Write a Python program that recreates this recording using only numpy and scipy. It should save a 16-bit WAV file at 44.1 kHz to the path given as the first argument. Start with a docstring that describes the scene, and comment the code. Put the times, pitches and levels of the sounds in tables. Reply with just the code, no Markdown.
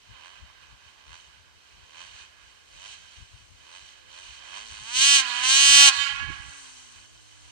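"""Wind buffets two ports over a faint rustle and hiss; then a two-cylinder two-stroke snowmobile blips from afar.
Two hard bursts on the tuned pipe follow, then coasting. The engine is a pulse train mixed with noise, plus
low harmonics; a line of spruces returns it as a convolution with many sparse echoes. Wind, snow spray, field
rustle and hiss are filtered noises. Two unlike ports, set in opposite polarity, colour exhaust, spray and rustle."""
import sys
import numpy as np
from scipy import signal
from scipy.fft import rfft, irfft, next_fast_len
from scipy.io import wavfile
from scipy.ndimage import uniform_filter1d

SR = 44100
rng = np.random.default_rng(int(sys.argv[2]) if len(sys.argv) > 2 else 0)


def wav_out(sig):
    """Save sig, one row per channel (or a flat mono array), as 16-bit PCM at SR to the path in sys.argv[1]."""
    wavfile.write(sys.argv[1], SR, np.round(np.clip(np.atleast_2d(sig).T, -1, 1) * 32767).astype(np.int16))


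N = 331191
CONTROL_STEP = 64  # samples between control points


def from_db(db):
    """Level definition: amplitude is ten to the power of level over 20."""
    return 10 ** (np.asarray(db) / 20)


def rms_one(x):
    """Normalization: scale to unit root mean square."""
    return x / np.sqrt(np.mean(x ** 2) + 1e-20)


def in_time(rows, count=N):
    """Linear interpolation: one curve over the samples for each column after t."""
    t, *columns = np.transpose(rows)
    return [np.interp(np.arange(count) / SR, t, column) for column in columns]


def at_hz(points, hz):
    """Logarithmic frequency scale: interpolate a spectrum between its points."""
    table_hz, values = np.array(points).T
    return np.interp(np.log(hz + 1), np.log(table_hz), values)


def butter(x, hz, kind, order=2):
    """Maximally flat filtering: a Butterworth section cascade."""
    return signal.sosfilt(signal.butter(order, hz, kind, fs=SR, output="sos"), x)


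def coloured_noise(points):
    """Spectral shaping: two unrelated white noises take a given spectrum, at unit rms."""
    size = next_fast_len(N)
    gain = from_db(at_hz(points, np.fft.rfftfreq(size, 1 / SR)))
    spectrum = rfft(rng.standard_normal((2, size))) * gain
    return rms_one(irfft(spectrum, size)[:, :N])


def drift(rate_hz):
    """Low-pass random process: slow chance for each channel, at unit rms."""
    chance = rng.standard_normal((2, N + SR))
    return rms_one(butter(chance, rate_hz, "low")[:, SR:])  # the filter settles in the first second


def control_time():
    """Decimated time base: the control instants in seconds."""
    return np.arange(0, N + CONTROL_STEP, CONTROL_STEP) / SR


def to_samples(slow):
    """Linear interpolation: bring a control curve to every sample."""
    return np.interp(np.arange(N) / SR, control_time(), slow)


# Gusts on the ports: t/s, mean peak level of the two sides before drift/dB, left minus right/dB
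GUST_PEAKS = [(.11, -50, 14), (.44, -50, 7), (.62, -53, 0.5), (.72, -59, 22), (1.09, -56.5, 21),
              (1.28, -56, 6), (1.42, -61, 11), (1.749, -53, 9), (2.049, -61, 21), (2.16, -56, 20),
              (2.76, -52.5, 3), (3.2, -52.5, 17.5), (3.35, -56, 20.5), (3.409, -57.5, 22),
              (3.521, -51.5, 17), (3.83, -59.5, 15), (4.29, -58, 19), (4.73, -57, 19), (4.83, -55, 22),
              (4.98, -53, -24), (5.541, -49, -13), (5.69, -42.5, -14), (5.99, -45, -1), (6.14, -41.5, 1),
              (6.23, -36.5, -9), (6.3, -37, -11), (6.401, -46, -7), (6.47, -49, -11), (7.46, -55, 3)]
GUST_RISE_DB_PER_S, GUST_FALL_DB_PER_S = 286, 253
BREEZE_DB, BREEZE_LEAN_DB = -64, 3.5  # mean of the sides; left minus right


def gusts():
    """Envelope maximum: at each port the strongest gust rules, above the floor of a steady breeze."""
    t, peak_db, lean_db = np.transpose(GUST_PEAKS)[:, :, None]
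    since = control_time() - t
    shape = peak_db + np.minimum(GUST_RISE_DB_PER_S * since, -GUST_FALL_DB_PER_S * since)
    sides = []
    for side in (.5, -.5):  # left, right
        strongest = (shape + side * lean_db).max(axis=0)
        sides.append(to_samples(np.maximum(strongest, BREEZE_DB + side * BREEZE_LEAN_DB)))
    return np.array(sides)


# Spectrum of the wind rumble before its bass cut: f/Hz, relative density per Hz/dB
WIND_SPECTRUM = [(12, -54), (20, -22), (22, -43), (41, 3.5), (70, -0.5), (89, -3.5), (221, -22.5),
                 (260, -37), (340, -86), (570, -120)]
WIND_OPPOSED = 0.34  # share of the other port's rumble, inverted
FLUTTER_TOP_HZ = 346
FLUTTER_DB, FLUTTER_GROWTH = -14.5, 1.7  # level re the loudest gust; dB per dB of gust level


def wind():
    """Turbulent pressure: lumpy rumble at each port, with a higher flutter that grows faster than the gust."""
    side_db = gusts()
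    rumble = butter(coloured_noise(WIND_SPECTRUM), 50, "high", order=4)
    rumble = rumble - WIND_OPPOSED * rumble[::-1]  # pressure on one port draws on the other
    rumble = rumble * from_db(side_db + 2.8 * drift(6.7))
    white = rng.standard_normal((2, N))
    flutter = rms_one(butter(white, [FLUTTER_TOP_HZ / 2, FLUTTER_TOP_HZ], "band"))
    loudest = side_db.max()
    flutter_db = loudest + FLUTTER_DB + FLUTTER_GROWTH * (side_db - loudest) + 2.0 * drift(15)
    return rumble + flutter * from_db(flutter_db)


def port(colour, modes, lag, size=4096):
    """Minimum-phase principle: a causal response follows from its level, then takes the port's group delay."""
    hz = np.fft.rfftfreq(size, 1 / SR)
    level_db = at_hz(colour, hz)
    for centre_hz, width_hz, db in modes:
        level_db = level_db + db / (1 + (2 * (hz - centre_hz) / width_hz) ** 2)
    cepstrum = irfft(level_db * np.log(10) / 20, size)
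    cepstrum[1:size // 2] *= 2
    cepstrum[size // 2 + 1:] = 0  # folding the cepstrum makes the response causal
    delay = np.exp(-2j * np.pi * np.cumsum(at_hz(lag, hz)) * hz[1] / 1000)
    return irfft(np.exp(rfft(cepstrum)) * delay, size)[:size // 2]


# Broad colour of each port before its modes: f/Hz, relative level/dB
LEFT_COLOUR = [(400, -26.5), (600, -23), (850, -23), (1200, -26), (1800, -17.5), (2500, -13), (3300, -13),
               (4500, -10.5), (6000, -5), (8000, -8.5), (9300, -17), (10500, -24.5), (12500, -39),
               (15000, -32.5)]
RIGHT_COLOUR = [(400, -34), (600, -22), (850, -18.5), (1200, -8.5), (1800, -3.5), (2500, -4.5),
                (3300, -0.4), (4500, -4), (6000, -9.5), (8000, -10.5), (9300, -22), (10500, -32),
                (12500, -39.5), (15000, -32.5)]
# Peaks and notches from housing, hand and body round each port: f/Hz, width/Hz, level/dB
LEFT_PEAKS = [(1230, 2500, 5), (2030, 110, 0), (2550, 240, -15), (2700, 310, 13), (2940, 200, 2),
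              (3540, 330, 10), (3915, 325, -35.5), (4257, 174, 18.5), (4420, 170, 4), (5400, 220, -3),
              (5690, 260, 8.5), (5845, 57, -15), (6412, 630, 12), (6520, 97, -28), (7850, 160, 3),
              (7334, 320, -7.5), (7378, 203, 13.5), (8500, 73, 6.5), (8400, 82, 11.5), (8934, 290, 15.5)]
RIGHT_PEAKS = [(944, 530, 10), (1278, 200, -8.5), (1612, 100, 6), (1843, 110, -14), (2450, 170, 6),
               (2561, 52, 7.5), (3037, 356, 12), (3520, 255, -10), (3747, 227, 8.5), (3950, 120, -3.5),
               (4123, 150, 8), (4878, 393, 13.5), (4980, 230, -22), (6700, 54, 10.5), (6624, 440, -8.5),
               (6818, 99, 20), (7800, 100, 1), (9000, 120, -28)]
# Group delay of the duct before the right port: f/Hz, delay/ms
RIGHT_DUCT = [(1000, 0.53), (2300, 1.668), (3100, 1.19), (4200, 0.37), (8000, 0.26)]


def heard(x):
    """Linear reception: convolve a far sound with two ports of opposite polarity, unit deviation in their mean."""
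    left = port(LEFT_COLOUR, LEFT_PEAKS, [(1, 0)])  # no delay
    right = -port(RIGHT_COLOUR, RIGHT_PEAKS, RIGHT_DUCT)
    out = signal.fftconvolve(x, np.array([left, right]), axes=1)[:, :N]
    return out / np.std(out.mean(axis=0))


SHARED_NOISE = 0.82  # amplitude of the part common to both ports


def partly_shared_noise():
    """Partial coherence: white noise with a common part and an independent part at each port."""
    shared, *own = rng.standard_normal((3, N))
    return SHARED_NOISE * shared + np.sqrt(1 - SHARED_NOISE ** 2) * np.array(own)


# Snow thrown by track and skis: t/s, level before drift/dB
SPRAY_LEVEL = [(0, -82), (1.8, -81), (2.9, -67.5), (3.5, -67.5), (4.2, -74), (4.5, -64), (4.9, -55.5),
               (5.9, -48), (6.2, -80), (6.45, -55.5), (6.6, -51), (6.85, -56), (7.1, -61.5), (7.51, -62)]
SPRAY_CUT_HZ = 4940
FIELD_DB, FIELD_CUT_HZ = -69, 2530  # far rustle of wind in the spruces, level before drift


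def snow_and_field():
    """Broadband noise: high-passed spray behind the machine over a low-passed, gently drifting far rustle."""
    spray = heard(butter(partly_shared_noise(), SPRAY_CUT_HZ, "high"))
    spray = spray * from_db(in_time(SPRAY_LEVEL)[0] + 0.5 * drift(1.3)[0])
    rustle = heard(butter(partly_shared_noise(), FIELD_CUT_HZ, "low", order=1))
    return spray + from_db(FIELD_DB + 1.9 * drift(2.1)[0]) * rustle


# Spectrum of the steady hiss: f/Hz, relative density per Hz/dB
HISS_SPECTRUM = [(100, -24), (250, -11), (700, -9.5), (2000, -11), (5000, -11.5), (9000, -22),
                 (11000, -31.5), (15000, -26)]
HISS_DB = -61.5


def hiss():
    """Stationary noise: an unchanging spectrum, unrelated at the two sides."""
    return from_db(HISS_DB) * coloured_noise(HISS_SPECTRUM)


# Throttle blips from afar: opening t/s, loudest t/s, firing rate at opening f/Hz, firing rate at the top f/Hz,
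# drop at shut-off before each shape's multiple/dB, then peak levels of treble/dB, body/dB and low tones/dB
THROTTLE_BLIPS = [(0.137, 0.267, 134, 194, 3.5, -56.5, -45.5, -64.5),
                  (0.951, 1.142, 120, 182, 6, -53, -46, -66), (1.8, 2.019, 133, 188, 5, -49, -43.5, -62),
                  (2.649, 2.86, 132, 223, 4.5, -46, -48.5, -60), (3.6, 3.761, 140, 196, 5, -49, -47.5, -62),
                  (4.059, 4.189, 142, 193, 4, -48, -50, -60), (4.422, 4.575, 155, 216, 3.5, -44, -41, -57)]
OVERRUN_S = .055  # speed keeps climbing after the loudest moment
# Swell and decay: rise dB/s, multiple of the blip's drop, drop time s, slow fade dB/s, floor dB
TREBLE_SHAPE = (96, 2.04, 0.22, 20.5, -68)
BODY_SHAPE = (117, 4, 0.06, 15, -71)
HUM_SHAPE = (55, 4.5, 0.2, 18, -95)


def blip_level(peak_db, rise, drop_multiple, drop_s, fade, floor_db):
    """Exponential relaxation: a blip swells, drops quickly at throttle shut-off, then fades; the loudest rules."""
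    _, top, _, _, drop_db, *_ = np.transpose(THROTTLE_BLIPS)[:, :, None]
    since = control_time() - top
    after = np.maximum(since, 0)
    swell = rise * np.minimum(since, 0)
    drop = drop_multiple * drop_db * (1 - np.exp(-after / drop_s))
    level_db = peak_db[:, None] + swell - drop - fade * after
    return to_samples(np.maximum(level_db.max(axis=0), floor_db))


# Engine speed through bursts and coast, before smoothing: t/s, firing rate f/Hz
LATER_SPEED = [(4.658, 219), (4.804, 207.6), (4.836, 215.4), (4.93, 245.8), (5.006, 267.6), (5.036, 274.5),
               (5.08, 281), (5.138, 281.2), (5.162, 277.8), (5.25, 251.3), (5.322, 241.8), (5.406, 248.7),
               (5.532, 269.8), (5.598, 276.6), (5.67, 279.8), (5.86, 281.7), (5.888, 271.9), (5.97, 236),
               (6.1, 195), (6.3, 162), (6.5, 148), (6.7, 127), (7.0, 110), (7.51, 100)]
IDLE_PER_S = 120  # firings per second


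def speed():
    """Rotational inertia: speed climbs while the throttle is open, sags until the next blip, and is smoothed."""
    rows = [(0.00079, IDLE_PER_S)]
    for opens, top, low, high, *_ in THROTTLE_BLIPS:
        rows += [(opens, low), (top + OVERRUN_S, high)]
    return uniform_filter1d(in_time(rows + LATER_SPEED)[0], size=SR // 30)


# Spells on the tuned pipe: start t/s, end t/s
ON_PIPE_SPELLS = [(4.9, 5.2), (5.48, 5.95)]
# Pulses against rush: body share 0-1, treble share 0-1, weakness of one cylinder 0-1
LOOSE, CATCHING, PULLING = (.2, .1, .6), (.9, .6, .7), (.985, .82, .7)
ON_PIPE, OFF_PIPE = (.998, .99, .15), (.99, .77, .2)
CATCH_S, LET_GO_S = .07, .11


def firmness():
    """Periodic-to-random ratio: firings firm up under load, loosen at shut-off, and are near clean on the pipe."""
    rows = []
    for opens, top, *_ in THROTTLE_BLIPS:
        rows += [(opens, *LOOSE), (opens + CATCH_S, *CATCHING)]
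        rows += [(top + OVERRUN_S / 2, *PULLING), (top + LET_GO_S, *LOOSE)]
    rows[-1] = (ON_PIPE_SPELLS[0][0] - LET_GO_S, *PULLING)  # the last blip runs on into the first burst
    for start, end in ON_PIPE_SPELLS:
        rows += [(start - LET_GO_S + .01, *OFF_PIPE), (start, *ON_PIPE)]
        rows += [(end, *ON_PIPE), (end + CATCH_S, *OFF_PIPE)]
    rows.append((rows[-1][0] + 2 * LET_GO_S, *LOOSE))
    return in_time(rows)


JITTER_S, STRENGTH_SPREAD_DB = 6e-6, .6  # standard deviations over the firings


def firings(cycles, weakness, count=8):
    """Band-limited impulse train: one sharp pulse per firing, alternate cylinders differing in strength."""
    turns = np.arange(1, int(cycles[-1]))
    chance = rng.standard_normal((2000, 2))[:len(turns)]
    at = np.interp(turns, cycles, np.arange(N)) + JITTER_S * SR * chance[:, 0]
    strength = from_db(STRENGTH_SPREAD_DB * chance[:, 1])
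    strength = strength * (1 - weakness[at.astype(int)] * (turns % 2))
    taps = at.astype(int)[:, None] + np.arange(-count, count + 1)
    offset = taps - at[:, None]  # pulses fall between samples
    pulse = np.sinc(offset) * np.cos(np.pi * offset / (2 * count + 2)) ** 2
    out = np.zeros(N + 2 * count)
    np.add.at(out, taps, strength[:, None] * pulse)
    return out[:N]


# Exhaust resonances added to the direct pulses: f/Hz, width/Hz, level/dB
PIPE_RESONANCES = [(970, 210, -4.5), (2770, 56, -8), (4660, 57, -16), (6000, 170, -6.5)]
EXHAUST_BASS_CUT_HZ = 530


def exhaust_pulses(per_s, cycles, weakness):
    """Pipe resonance: the pulse train, its power evened over speed, excites narrow bands in parallel."""
    pulses = firings(cycles, weakness) * np.sqrt(SR / per_s)
    pulses = butter(pulses, EXHAUST_BASS_CUT_HZ, "high", order=4)
    ringing = 0
    for hz, width_hz, db in PIPE_RESONANCES:
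        band = [hz - width_hz / 2, hz + width_hz / 2]
        ringing = ringing + from_db(db) * butter(pulses, band, "band", order=1)
    return pulses + ringing


RUSH_TOP_HZ = 4800


def gas_rush(cycles):
    """Amplitude modulation: gas and track noise throbs at the firing rate and half of it, and drifts slowly."""
    throb = 1 + 0.033 * np.cos(np.pi * cycles) + 0.029 * np.cos(2 * np.pi * cycles)  # gas leaves in puffs
    noise = rms_one(butter(partly_shared_noise(), RUSH_TOP_HZ, "low", order=1))
    return throb * from_db(2.35 * drift(4.1)[0]) * noise


# Low hum, before the port gains: t/s, levels of firing rate/dB, second multiple/dB, third multiple/dB
HUM_HARMONICS = [(0, -78, -99, -99), (4.32, -75, -85, -99), (4.65, -58, -62, -99), (4.85, -62, -67, -99),
                 (5.1, -50, -62, -99), (5.62, -55, -63, -99), (5.7, -40, -43, -99), (5.87, -39, -42, -99),
                 (5.95, -67, -70, -90), (6.35, -59.5, -58.5, -73), (6.7, -63.5, -59, -67),
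                 (7.51, -51, -75, -64)]
# Low exhaust tones of a blip: multiple of the firing rate, level re the blip's low tones/dB
BLIP_PARTIALS = [(2, -3.5), (3, -0.1), (3.5, 3)]
# Low-tone gain in opposite polarity: one row per port, left then right [linear gain]
HUM_GAINS = [
    [.55],
    [-1],
]
BETWEEN_MULTIPLE, BETWEEN_DB = 2.5, -31  # a tone between the main ones: multiple of firing rate, level re treble


def low_tones(cycles, treble_db, hum_top_db):
    """Harmonic synthesis: sines locked to the firing phase, reaching the ports in opposite polarity."""
    turn = 2 * np.pi * cycles
    hum = 0
    for multiple, db in enumerate(in_time(HUM_HARMONICS), start=1):
        hum = hum + from_db(db) * np.sin(multiple * turn)
    partials = sum(from_db(db) * np.sin(multiple * turn) for multiple, db in BLIP_PARTIALS)
    blips = from_db(blip_level(hum_top_db, *HUM_SHAPE)) * partials
    between = from_db(treble_db + BETWEEN_DB) * np.sin(BETWEEN_MULTIPLE * turn)
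    return (hum + blips + between) * HUM_GAINS


# Two hard bursts on the pipe, one list each: t/s, exhaust treble level/dB, exhaust body level/dB
BURST_LEVELS = [
    [(4.654, -44.5, -55), (4.824, -46.5, -50.5), (4.918, -38, -40.5), (4.968, -21.5, -48), (5.02, -16, -62),
     (5.154, -13, -46), (5.2, -19, -31), (5.21, -23.5, -32.5), (5.234, -48, -35)],
    [(5.422, -34, -31.5), (5.438, -26, -30), (5.504, -17, -35), (5.696, -12.5, -61), (5.806, -8.5, -31.5),
     (5.888, -11.5, -24.5), (5.91, -33, -28)],
]
# Throttle shut: t/s, exhaust treble level/dB, exhaust body level/dB
COAST_LEVELS = [(5.925, -39, -37.5), (5.97, -34.5, -39), (6.1, -44.5, -59), (6.55, -61.5, -55.5),
                (7.0, -61.5, -67), (7.51, -64, -65)]
BODY_HZ = 1400  # crossover between body and treble


def engine():
    """Source-filter principle: firing pulses and gas rush, split into dull body and bright edge, plus low tones."""
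    per_s = speed()
    cycles = np.cumsum(per_s) / SR
    *_, treble_top_db, body_top_db, hum_top_db = np.transpose(THROTTLE_BLIPS)
    far_levels = [blip_level(treble_top_db, *TREBLE_SHAPE), blip_level(body_top_db, *BODY_SHAPE)]
    near_levels = in_time(sum(BURST_LEVELS, []) + COAST_LEVELS)
    far = np.arange(N) / SR < BURST_LEVELS[0][0][0]
    treble_db, body_db = np.where(far, far_levels, near_levels)
    body_share, treble_share, weakness = firmness()
    pulses = exhaust_pulses(per_s, cycles, weakness)
    rush = gas_rush(cycles)
    out = 0
    for kind, sign, level_db, share in (("low", -1, body_db, body_share), ("high", 1, treble_db, treble_share)):
        mix = share * pulses + np.sqrt(1 - share ** 2) * rush
        # opposite signs keep both halves in step where they overlap
        out = out + sign * from_db(level_db) * heard(butter(mix, BODY_HZ, kind))
    return out + low_tones(cycles, treble_db, hum_top_db)


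# Echo gain of the spruce line before flutter: delay t/s, left low level/dB, left high level/dB,
# right low level/dB, right high level/dB
SPRUCE_ECHOES = [(.05, -18, -61, -37, -52), (.1, -17.5, -44, -51.5, -74), (.18, -24.5, -58, -19.5, -26.5),
                 (.24, -24, -80, -27, -38), (.4, -35, -91, -28, -72), (.55, -38, -86, -38, -82),
                 (.8, -45, -68, -55, -85)]
TREE_SPLIT_HZ, TREE_BASS_CUT_HZ, TREES_PER_S = 2030, 976, 250  # the last: mean echoes per second of delay
ECHO_FLUTTER_DB = 2.5  # rms


def spruces(direct, count=6):
    """Multiple scattering: random trunks return echoes in two bands; each clump flutters on its own."""
    size = int(SPRUCE_ECHOES[-1][0] * SR)
    trunks = (rng.random((2, SR)) < TREES_PER_S / SR) * rng.standard_normal((2, SR))
    clump = rng.integers(0, count, (2, SR))[:, :size]
    left_low, left_high, right_low, right_high = from_db(in_time(SPRUCE_ECHOES, count=size))
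    trunks = trunks[:, :size] * (np.arange(size) > SPRUCE_ECHOES[0][0] * SR)  # silent before the nearest tree
    out = 0
    for k in range(count):
        some = trunks * (clump == k)
        low = butter(some * [left_low, right_low] + 1e-18, [TREE_BASS_CUT_HZ, TREE_SPLIT_HZ], "band")
        high = butter(some * [left_high, right_high] + 1e-18, TREE_SPLIT_HZ, "high")
        echo = signal.fftconvolve(direct, low - high, axes=1)[:, :N]
        out = out + from_db(ECHO_FLUTTER_DB * drift(10.6)) * echo
    return out


def scene():
    """Superposition: engine, its echoes, snow and field, wind and hiss add linearly."""
    direct = engine()
    return direct + spruces(direct) + snow_and_field() + wind() + hiss()


CUTOFF_HZ = 15800  # stopband edge


def record(dry):
    """Saturation and band limiting: peaks are rounded, then the top is cut."""
    rounded = .97 * np.tanh(dry / .97)
    return signal.sosfilt(signal.cheby2(14, 90, CUTOFF_HZ, fs=SR, output="sos"), rounded)


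dry = scene()
out = record(dry)
wav_out(out)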